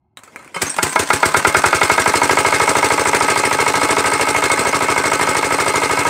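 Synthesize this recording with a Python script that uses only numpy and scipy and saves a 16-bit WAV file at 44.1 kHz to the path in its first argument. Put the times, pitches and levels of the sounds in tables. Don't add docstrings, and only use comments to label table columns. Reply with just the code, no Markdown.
import sys
import numpy as np
from scipy import signal
from scipy.fft import rfft, irfft
from scipy.io import wavfile
from scipy.ndimage import uniform_filter1d

SR = 44100
rng = np.random.default_rng(int(sys.argv[2]) if len(sys.argv) > 2 else 0)


def int16_out(signal):
    q = np.round(np.clip(np.atleast_2d(signal).T, -1, 1) * 32767)
    wavfile.write(sys.argv[1], SR, q.astype(np.int16))


def level_to_linear(level):
    exponent = np.asarray(level, float) / 20
    return 10 ** exponent


N = 268569

# (frequency [Hz], density [dB per Hz])
FIELD_SPECTRUM = [(18, -72), (30, -28), (76, 0), (318, -21), (374, -11), (411, -45), (829, -17),
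                  (1490, -50), (3000, -70), (10400, -88), (17600, -120)]
FIELD_DB = -64

# (time [s], level [dB])
ROPE_DRAG = [(0.165, -67), (0.213, -53), (0.339, -46), (0.459, -44.5), (0.56, -47)]
# (frequency [Hz], density [dB per Hz])
DRAG_SPECTRUM = [(35, -55), (60, -12), (317, -5), (721, -10.5), (1040, -6), (1160, -18), (2110, -10.5),
                 (3640, -27), (8670, -24), (14000, -42)]
# (time [s], peak [dB], ring frequency [Hz], share to the body [dB], share of ring [dB])
CLACKS = [(0.172, -28, 3930, -27, -2.5), (0.191, -41, 1930, -10, -1), (0.235, -31, 7800, -32, -8),
          (0.276, -43, 1500, 2, 7), (0.36, -29, 2340, -10, 6), (0.392, -42, 1510, -1, -1),
          (0.427, -44, 1760, -11, 14), (0.446, -38, 2100, -10, 2), (0.477, -39, 2340, -20, 8),
          (0.544, -27, 2000, -0.5, -3), (0.562, -23.5, 1990, -3, -19), (0.665, -17, 6300, -19, -3),
          (0.696, -19.5, 8660, -25, 11.5), (0.765, -13, 2190, -33, -25), (0.893, -17.5, 8550, -32, 5),
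          (0.929, -14.5, 1560, -38, -16), (1.09, -14, 1980, -27, -20)]
CLACK_T60, CLACK_T60_PER_KHZ = 0.045, 0.013

# (time [s], speed [cycles per s])
SPEED = [(0.33, 4.342), (0.6, 4.222), (0.72, 4.563), (0.95, 6.386), (1.2, 8.136), (1.5, 10.275),
         (1.8, 11.804), (2.1, 12.715), (2.4, 13.059), (2.8, 13.22), (3.2, 13.129), (3.7, 13.185),
         (4.3, 13.145), (4.8, 12.963), (5.3, 12.799), (6.1, 12.915)]
# (time [s], force of the burning [dB], fuel rack [0-1])
BURN = [(.57, -34, 0.06), (.68, -33, 0.98), (.79, -26.5, 0.71), (.96, -20.5, 0.4), (1.2, -20, 0.62),
        (1.5, -25, 1), (1.8, -22.5, 0.81), (2.3, -19, 0.04), (2.7, -20.5, 0.05), (3.5, -22, 0),
        (4.7, -24.5, 0), (6.1, -24, 0)]
IDLE_HZ, IDLE_BURN_DB = 13.1, -23
CATCH_S, UNFIRED_DB = .55, -31
IGNITION_LAG = .0035
# (level at idle [dB], slope [dB per octave of speed], added at full fuel [dB], share of burning force)
THUMP = (-22, -0.5, -4, 0.3)
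RUSH = (-24, 2.5, 1, 0.34)
RATTLE = (-19.5, 8.5, -0.5, -0.4)
CRACK = (-37, -10.5, 22.5, 0.27)
BLOWER = (-38.5, 4.5, 2.5, 0.64)

# (frequency [Hz], decay time T60 [s], level under the knock
# [dB], added at full fuel [dB], level under the rattle [dB])
BLOCK_MODES = [(465, 0.073, -61.5, -31, -8), (560, 0.061, -61.5, 14, -2), (649.8, 0.21, -7.5, 3.5, -8),
               (708, 0.14, -26, 7, -12), (853.4, 0.22, -10.5, 11, -26), (926.6, 0.077, -3, 8, -25),
               (954.7, 0.095, 0.5, 0.5, -10), (987, 0.11, -4, 4, -7.5), (1039, 0.38, -27, 22, -20),
               (1125, 0.21, -8.5, -12, -4), (1210, 0.042, -39, -3, -5.5), (1245, 0.1, -5.5, 5, -6),
               (1267.4, 0.09, -18.5, 22, -2.5), (1287.7, 0.076, 1, 3.5, -2),
               (1396, 0.062, -6.5, 22.5, -35), (1517, 0.43, -25, 20, -3), (1560, 0.1, -15.5, 21, -2.5),
             (1626, 0.12, -5, 3, -15), (1830, 0.026, -44, 7, -30), (1990, 0.019, 4, 9.5, -37),
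             (2114, 0.049, -10, -1, 1), (2175, 0.13, 0.5, 1, -2), (2420, 0.23, -43, -8, -23),
             (2438, 0.03, -14.5, 22.5, -13), (2538, 0.11, -34, -15, -7.5), (2717, 0.21, -19, -17, -14),
             (3180, 0.072, -14, -25, -19), (4135, 0.086, -40, -4, -8.5)]
# (share of the cycle, level [dB])
SHAKE = [(0, -32), (.06, -13), (.2, -4.5), (.3, -7.5), (.55, -5.5), (.66, -8.5), (.8, -9.5), (.87, -15.5),
         (1, -15)]
LOOSE_HZ, LOOSE_DB = 8, -33

# (frequency [Hz], density [dB per Hz])
HISS_SPECTRUM = [(110, -19.5), (300, -7), (600, -9.5), (1000, -6), (1800, -7), (2500, -10), (3300, -20),
                 (5000, -15), (7000, -16.5), (8500, -10), (9600, -19.5), (11500, -28.5), (14000, -32),
                 (16300, -32)]
# (frequency [Hz], bandwidth [Hz], level [dB])
JET_RESONANCES = [(3640, 210, 9), (4180, 250, 5), (4540, 150, 0), (6300, 19, -2), (7640, 17, 3),
                  (7640, 1300, -26)]
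# (share of the cycle, level [dB])
FLOW = [(0, 0.5), (.12, -23), (.235, -8.5), (.255, 3), (.29, 4.5), (.38, -1.5), (.5, 1), (.64, -10),
        (1, -13)]
# (share of the cycle, level [dB], decay time T60 [s])
TICKS = [
    (.545, -3.5, 0.039),
    (.825, -3.5, 0.023),
    (0.024, -4.5, 0.024),
    (.05, -10.5, 0.22),
]
# (frequency [Hz], density [dB per Hz])
BLAST_SPECTRUM = [(90, -40), (250, 3), (500, -8), (1300, 0), (2500, -4.5), (4000, -12), (6000, -10),
                  (8300, -2), (10500, -12.5), (13000, -19.5), (16300, -16)]
CRACK_T60, CRACK_FUEL_T60, CRACK_RACK = 0.035, 0.044, 0.35
VALVE_OPENS, BLOW_DOWN, OVERLAP = 0.26, .34, .44
BLOW_LEAD = .016

# (time [s], frequency [Hz], decay time T60 [s], level [dB])
PINGS = [
    (.546, 3080, 0.18, -29),
    (.546, 5050, 0.086, -30),
    (.547, 8550, 0.092, -27),
    (.668, 6400, 0.13, -23),
    (0.701, 5600, 0.11, -23),
    (.9, 6200, .15, -45),
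    (.93, 6200, 0.18, -30),
]
# (frequency [Hz], decay time T60 [s], level at blow-down [dB],
# added at full fuel [dB], level at valve overlap [dB])
CAVITIES = [(77.5, 0.063, -10, 15.5, -18), (101.6, 0.071, -3.5, 6.5, -16.5),
            (149.2, 0.23, -10.5, 6.5, -8.5), (280.6, 0.18, -7, -5, -2.5), (360.3, 0.089, -4, 12, -5),
            (412.7, 0.05, 1, 8.5, 4.5), (482, 0.064, 1, 0, 1), (532.5, 0.066, -11, 16, -3.5),
            (662, 0.22, -13, -36, -15), (859, 0.18, -30, -13, 0.5)]
FRAME_HZ, FRAME_T60, FRAME_DB = 173.2, 0.12, -27
# (frequency [Hz], density [dB per Hz])
COOLING_SPECTRUM = [(300, -40), (1500, -16), (3000, 5), (6000, -2), (8500, -7), (10500, -9), (15500, -7),
                    (16300, -2)]
# (frequency [Hz], decay time T60 [s], level [dB], fades by [s])
COWL_PANELS = [
    (1020, 0.44, -32.5, 1.47),
    (1554, .5, -34, 2.4),
]
BAND_EDGE_HZ = 15650


def evened(x):
    return x / np.sqrt(np.mean(x ** 2) + 1e-20)


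def coloured(points):
    even_length = N + N % 2
    hz = np.fft.rfftfreq(even_length, 1 / SR)
    f, db = np.transpose(points)
    gain = level_to_linear(np.interp(np.log(hz + 1), np.log(f + 1), db))
    return evened(irfft(rfft(rng.standard_normal(even_length)) * gain)[:N])


def flutter(size, depth_db):
    return level_to_linear(depth_db * evened(uniform_filter1d(rng.standard_normal(N), size)))


def field():
    return level_to_linear(FIELD_DB) * coloured(FIELD_SPECTRUM) * flutter(size=1500, depth_db=2)


def patchy(x, depth_db):
    z = signal.stft(x, nperseg=256, noverlap=192)[2]
    lumps = rng.standard_normal(z.shape[::-1])
    lumps = uniform_filter1d(lumps, 14, axis=0)
    lumps = uniform_filter1d(lumps, 3, axis=1).T
    z = z * level_to_linear(depth_db * evened(lumps))
    return evened(signal.istft(z, nperseg=256, noverlap=192)[1][:N])


def mode(x, hz, t60):
    r = 10 ** (-3 / (max(t60, .004) * SR))
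    w = 2 * np.pi * hz / SR
    return signal.lfilter([0, r * np.sin(w)], [1, -2 * r * np.cos(w), r * r], x)


def clack_t60(hz):
    return CLACK_T60 + CLACK_T60_PER_KHZ * hz / 1000


def starter(t):
    drag_gain = level_to_linear(np.interp(t, *np.transpose(ROPE_DRAG), left=-99, right=-99))
    out = drag_gain * patchy(coloured(DRAG_SPECTRUM), depth_db=3.5)
    tick, u = coloured(BLAST_SPECTRUM), np.arange(6000) / SR
    for s, db, hz, _, ring_db in CLACKS:
        at = round(s * SR)
        part = tick[at:at + 6000]
        snap = 1 + (2.5 if s < .5 else .6) * np.exp(-u / .0015)
        decay = level_to_linear(db - 10.5 - 60 * u / clack_t60(hz))
        ring = level_to_linear(ring_db) * evened(mode(part, hz, 0.013))
        out[at:at + 6000] += decay * snap * (part + ring)
    return out


def train(times, sizes):
    x, at = np.zeros(N), np.round(times * SR).astype(int)
    inside = (at >= 0) & (at < N)
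    np.add.at(x, at[inside], sizes[inside])
    return x


def click(s, db):
    return train(np.array([s]), level_to_linear(np.array([db])))


def dying(x, t60):
    return signal.lfilter([1], [1, -10 ** (-3 / (max(t60, .002) * SR))], x)


def speed(t):
    return np.interp(t, *np.transpose(SPEED))


def crank():
    t = np.arange(SPEED[0][0], N / SR + .3, 1 / 10000)
    turns = np.cumsum(speed(t)) / 10000 - 1
    whole = np.arange(-1, int(turns[-1]) + 1)
    return np.interp(whole, turns, t), whole


def moments(share, lag=IGNITION_LAG):
    s, turns = crank()
    return np.interp(np.arange(turns[0], turns[-1] - 1) + share, turns, s) - lag


def by_share(points, t):
    share = np.interp(t + IGNITION_LAG, *crank()) % 1
    return level_to_linear(np.interp(share, *np.transpose(points)))


def force_db(t):
    s, db, _ = np.transpose(BURN)
    return np.interp(t, s, db)


def burn_db(t):
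    return force_db(t) + UNFIRED_DB * (t < CATCH_S)


def fuel(t):
    s, _, rack = np.transpose(BURN)
    return np.clip(np.interp(t, s, rack), 0, 1)


def law_db(law, t, rack):
    idle_db, octave_db, fuel_db, share = law
    level_db = idle_db + octave_db * np.log2(speed(t) / IDLE_HZ) + fuel_db * rack
    level_db = level_db + share * (force_db(t) - IDLE_BURN_DB)
    return level_db + UNFIRED_DB * (t < CATCH_S)


def pressure_ripple():
    ripple = rng.standard_normal(900) * level_to_linear(-60 * np.arange(900) / SR / 0.04585)
    for _ in range(4):
        z = rfft(ripple, 2048)
        ripple = irfft(z / (abs(z) + 1e-9))[:900]
    return uniform_filter1d(ripple * level_to_linear(6.0), size=6)


def block(t):
    fire, modes = moments(0, lag=0), BLOCK_MODES
    ripple = pressure_ripple()
    still_db = LOOSE_DB * np.clip(LOOSE_HZ - speed(t), 0, 1) * (t > CATCH_S)
    shake = level_to_linear(law_db(RATTLE, t, fuel(t)) + still_db) * by_share(SHAKE, t) * flutter(size=200, depth_db=2.0)
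    for s, db, hz, body_db, _ in CLACKS:
        shake += dying(click(s, db + body_db), clack_t60(hz))
    shake += dying(train(fire, level_to_linear(burn_db(fire) - 19.5)), 0.083)
    shake *= rng.standard_normal(N)
    knock, rattle = np.zeros((2, N))
    for hz, ring, knock_db, fuel_db, rattle_db in modes:
        chance_db = 2.0 * rng.standard_normal(len(fire))
        size = level_to_linear(burn_db(fire) + knock_db + fuel_db * fuel(fire) + chance_db + 1)
        knock += mode(train(fire, size), hz, ring)
        rattle += level_to_linear(rattle_db - 36) / np.sqrt(max(ring, .01)) * mode(shake, hz, ring)
    metal = signal.oaconvolve(knock, ripple)[:N] + rattle
    return signal.sosfilt(signal.butter(N=3, Wn=330, btype="high", fs=SR, output="sos"), metal)


def valve_crack(t):
    opened = moments(VALVE_OPENS)
    last = np.clip(np.searchsorted(opened, t) - 1, 0, None)
    since = np.maximum(t - opened[last], 0)
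    level_db = law_db(CRACK, opened, np.tanh(fuel(opened) / CRACK_RACK))
    level_db = (level_db + 0.18 * rng.standard_normal(len(opened)))[last]
    decay = level_to_linear(level_db - 60 * since / (CRACK_T60 + CRACK_FUEL_T60 * fuel(t)))
    rise = 1 - np.exp(-since / .003)
    return decay * rise * patchy(coloured(BLAST_SPECTRUM), depth_db=1.5)


def gas(t):
    air, jet = coloured(HISS_SPECTRUM), coloured(HISS_SPECTRUM)
    whistle = sum(level_to_linear(db) * evened(mode(jet, hz, 2.2 / width)) for hz, width, db in JET_RESONANCES)
    air += level_to_linear(-12) * evened(whistle)
    gate = by_share(FLOW, t) * flutter(size=250, depth_db=1.5)
    for share, db, t60 in TICKS:
        at = moments(share)
        gate += dying(train(at, level_to_linear(db + 0.93 * rng.standard_normal(len(at)))), t60)
    hiss = patchy(air, depth_db=2.5) * level_to_linear(law_db(RUSH, t, fuel(t)) + 4.5) * gate * (t > .35)
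    return hiss + valve_crack(t)


def pings():
    return sum(mode(click(s, db), hz, t60) for s, hz, t60, db in PINGS)


def swell(push, hz, ring):
    turns = np.arange(-.75, .75, hz / SR)
    window = np.cos(np.pi * turns / 1.5) ** 2
    fill = window * np.cos(2 * np.pi * turns) * 2.7 * hz / SR
    return mode(signal.oaconvolve(push, fill)[:N], hz, ring)


def silencer():
    blow, lap, fire = moments(BLOW_DOWN, lag=BLOW_LEAD), moments(OVERLAP, lag=0), moments(0)
    out = swell(train(fire, level_to_linear(FRAME_DB) * (fire > .5)), FRAME_HZ, FRAME_T60)
    caught = np.arange(N) > .55 * SR
    for k, (hz, ring, blow_db, fuel_db, lap_db) in enumerate(CAVITIES):
        blow_chance_db, lap_chance_db = .8 * rng.standard_normal((2, len(blow)))
        blow_level = law_db(THUMP, blow, fuel(blow)) + blow_db + fuel_db * fuel(blow)
        lap_level = law_db(THUMP, lap, fuel(lap)) + lap_db - 9.0 * fuel(lap)
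        push = train(blow, level_to_linear(blow_level + blow_chance_db)) + train(lap, level_to_linear(lap_level + lap_chance_db))
        out += (-1) ** k * level_to_linear(2.5) * caught * swell(push, hz, ring)
    return out


def blower(t):
    return level_to_linear(law_db(BLOWER, t, fuel(t))) * patchy(coloured(COOLING_SPECTRUM), depth_db=4.5) * (t > CATCH_S)


def cowl(t):
    out = np.zeros(N)
    for hz, t60, db, until in COWL_PANELS:
        level_db = np.interp(t, [.7, .85, until - .2, until + .3], [-51, -3, 0.5, -32], left=-99)
        out += level_to_linear(db + level_db) * evened(mode(rng.standard_normal(N), hz, t60))
    return out


def scene():
    t = np.arange(N) / SR
    quiet = field()
    engine = starter(t) + block(t) + gas(t) + pings() + silencer() + blower(t) + cowl(t)
    engine[130:] += 0.072 * engine[:-130]
    return (engine + quiet)[None]


def band_limit(x):
    return signal.sosfilt(signal.butter(12, 16430, fs=SR, output="sos"), x)


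def record(dry):
    ceiling = .95
    limited = dry / (1 + (abs(dry) / ceiling) ** 4) ** .25
    x = signal.sosfilt(signal.butter(N=2, Wn=60, btype="high", fs=SR, output="sos"), limited)
    edge = signal.firwin(511, BAND_EDGE_HZ, window=("kaiser", 9), fs=SR)
    x = signal.oaconvolve(x, edge[None], "same")
    return band_limit(x)


dry = scene()
out = record(dry)
int16_out(out)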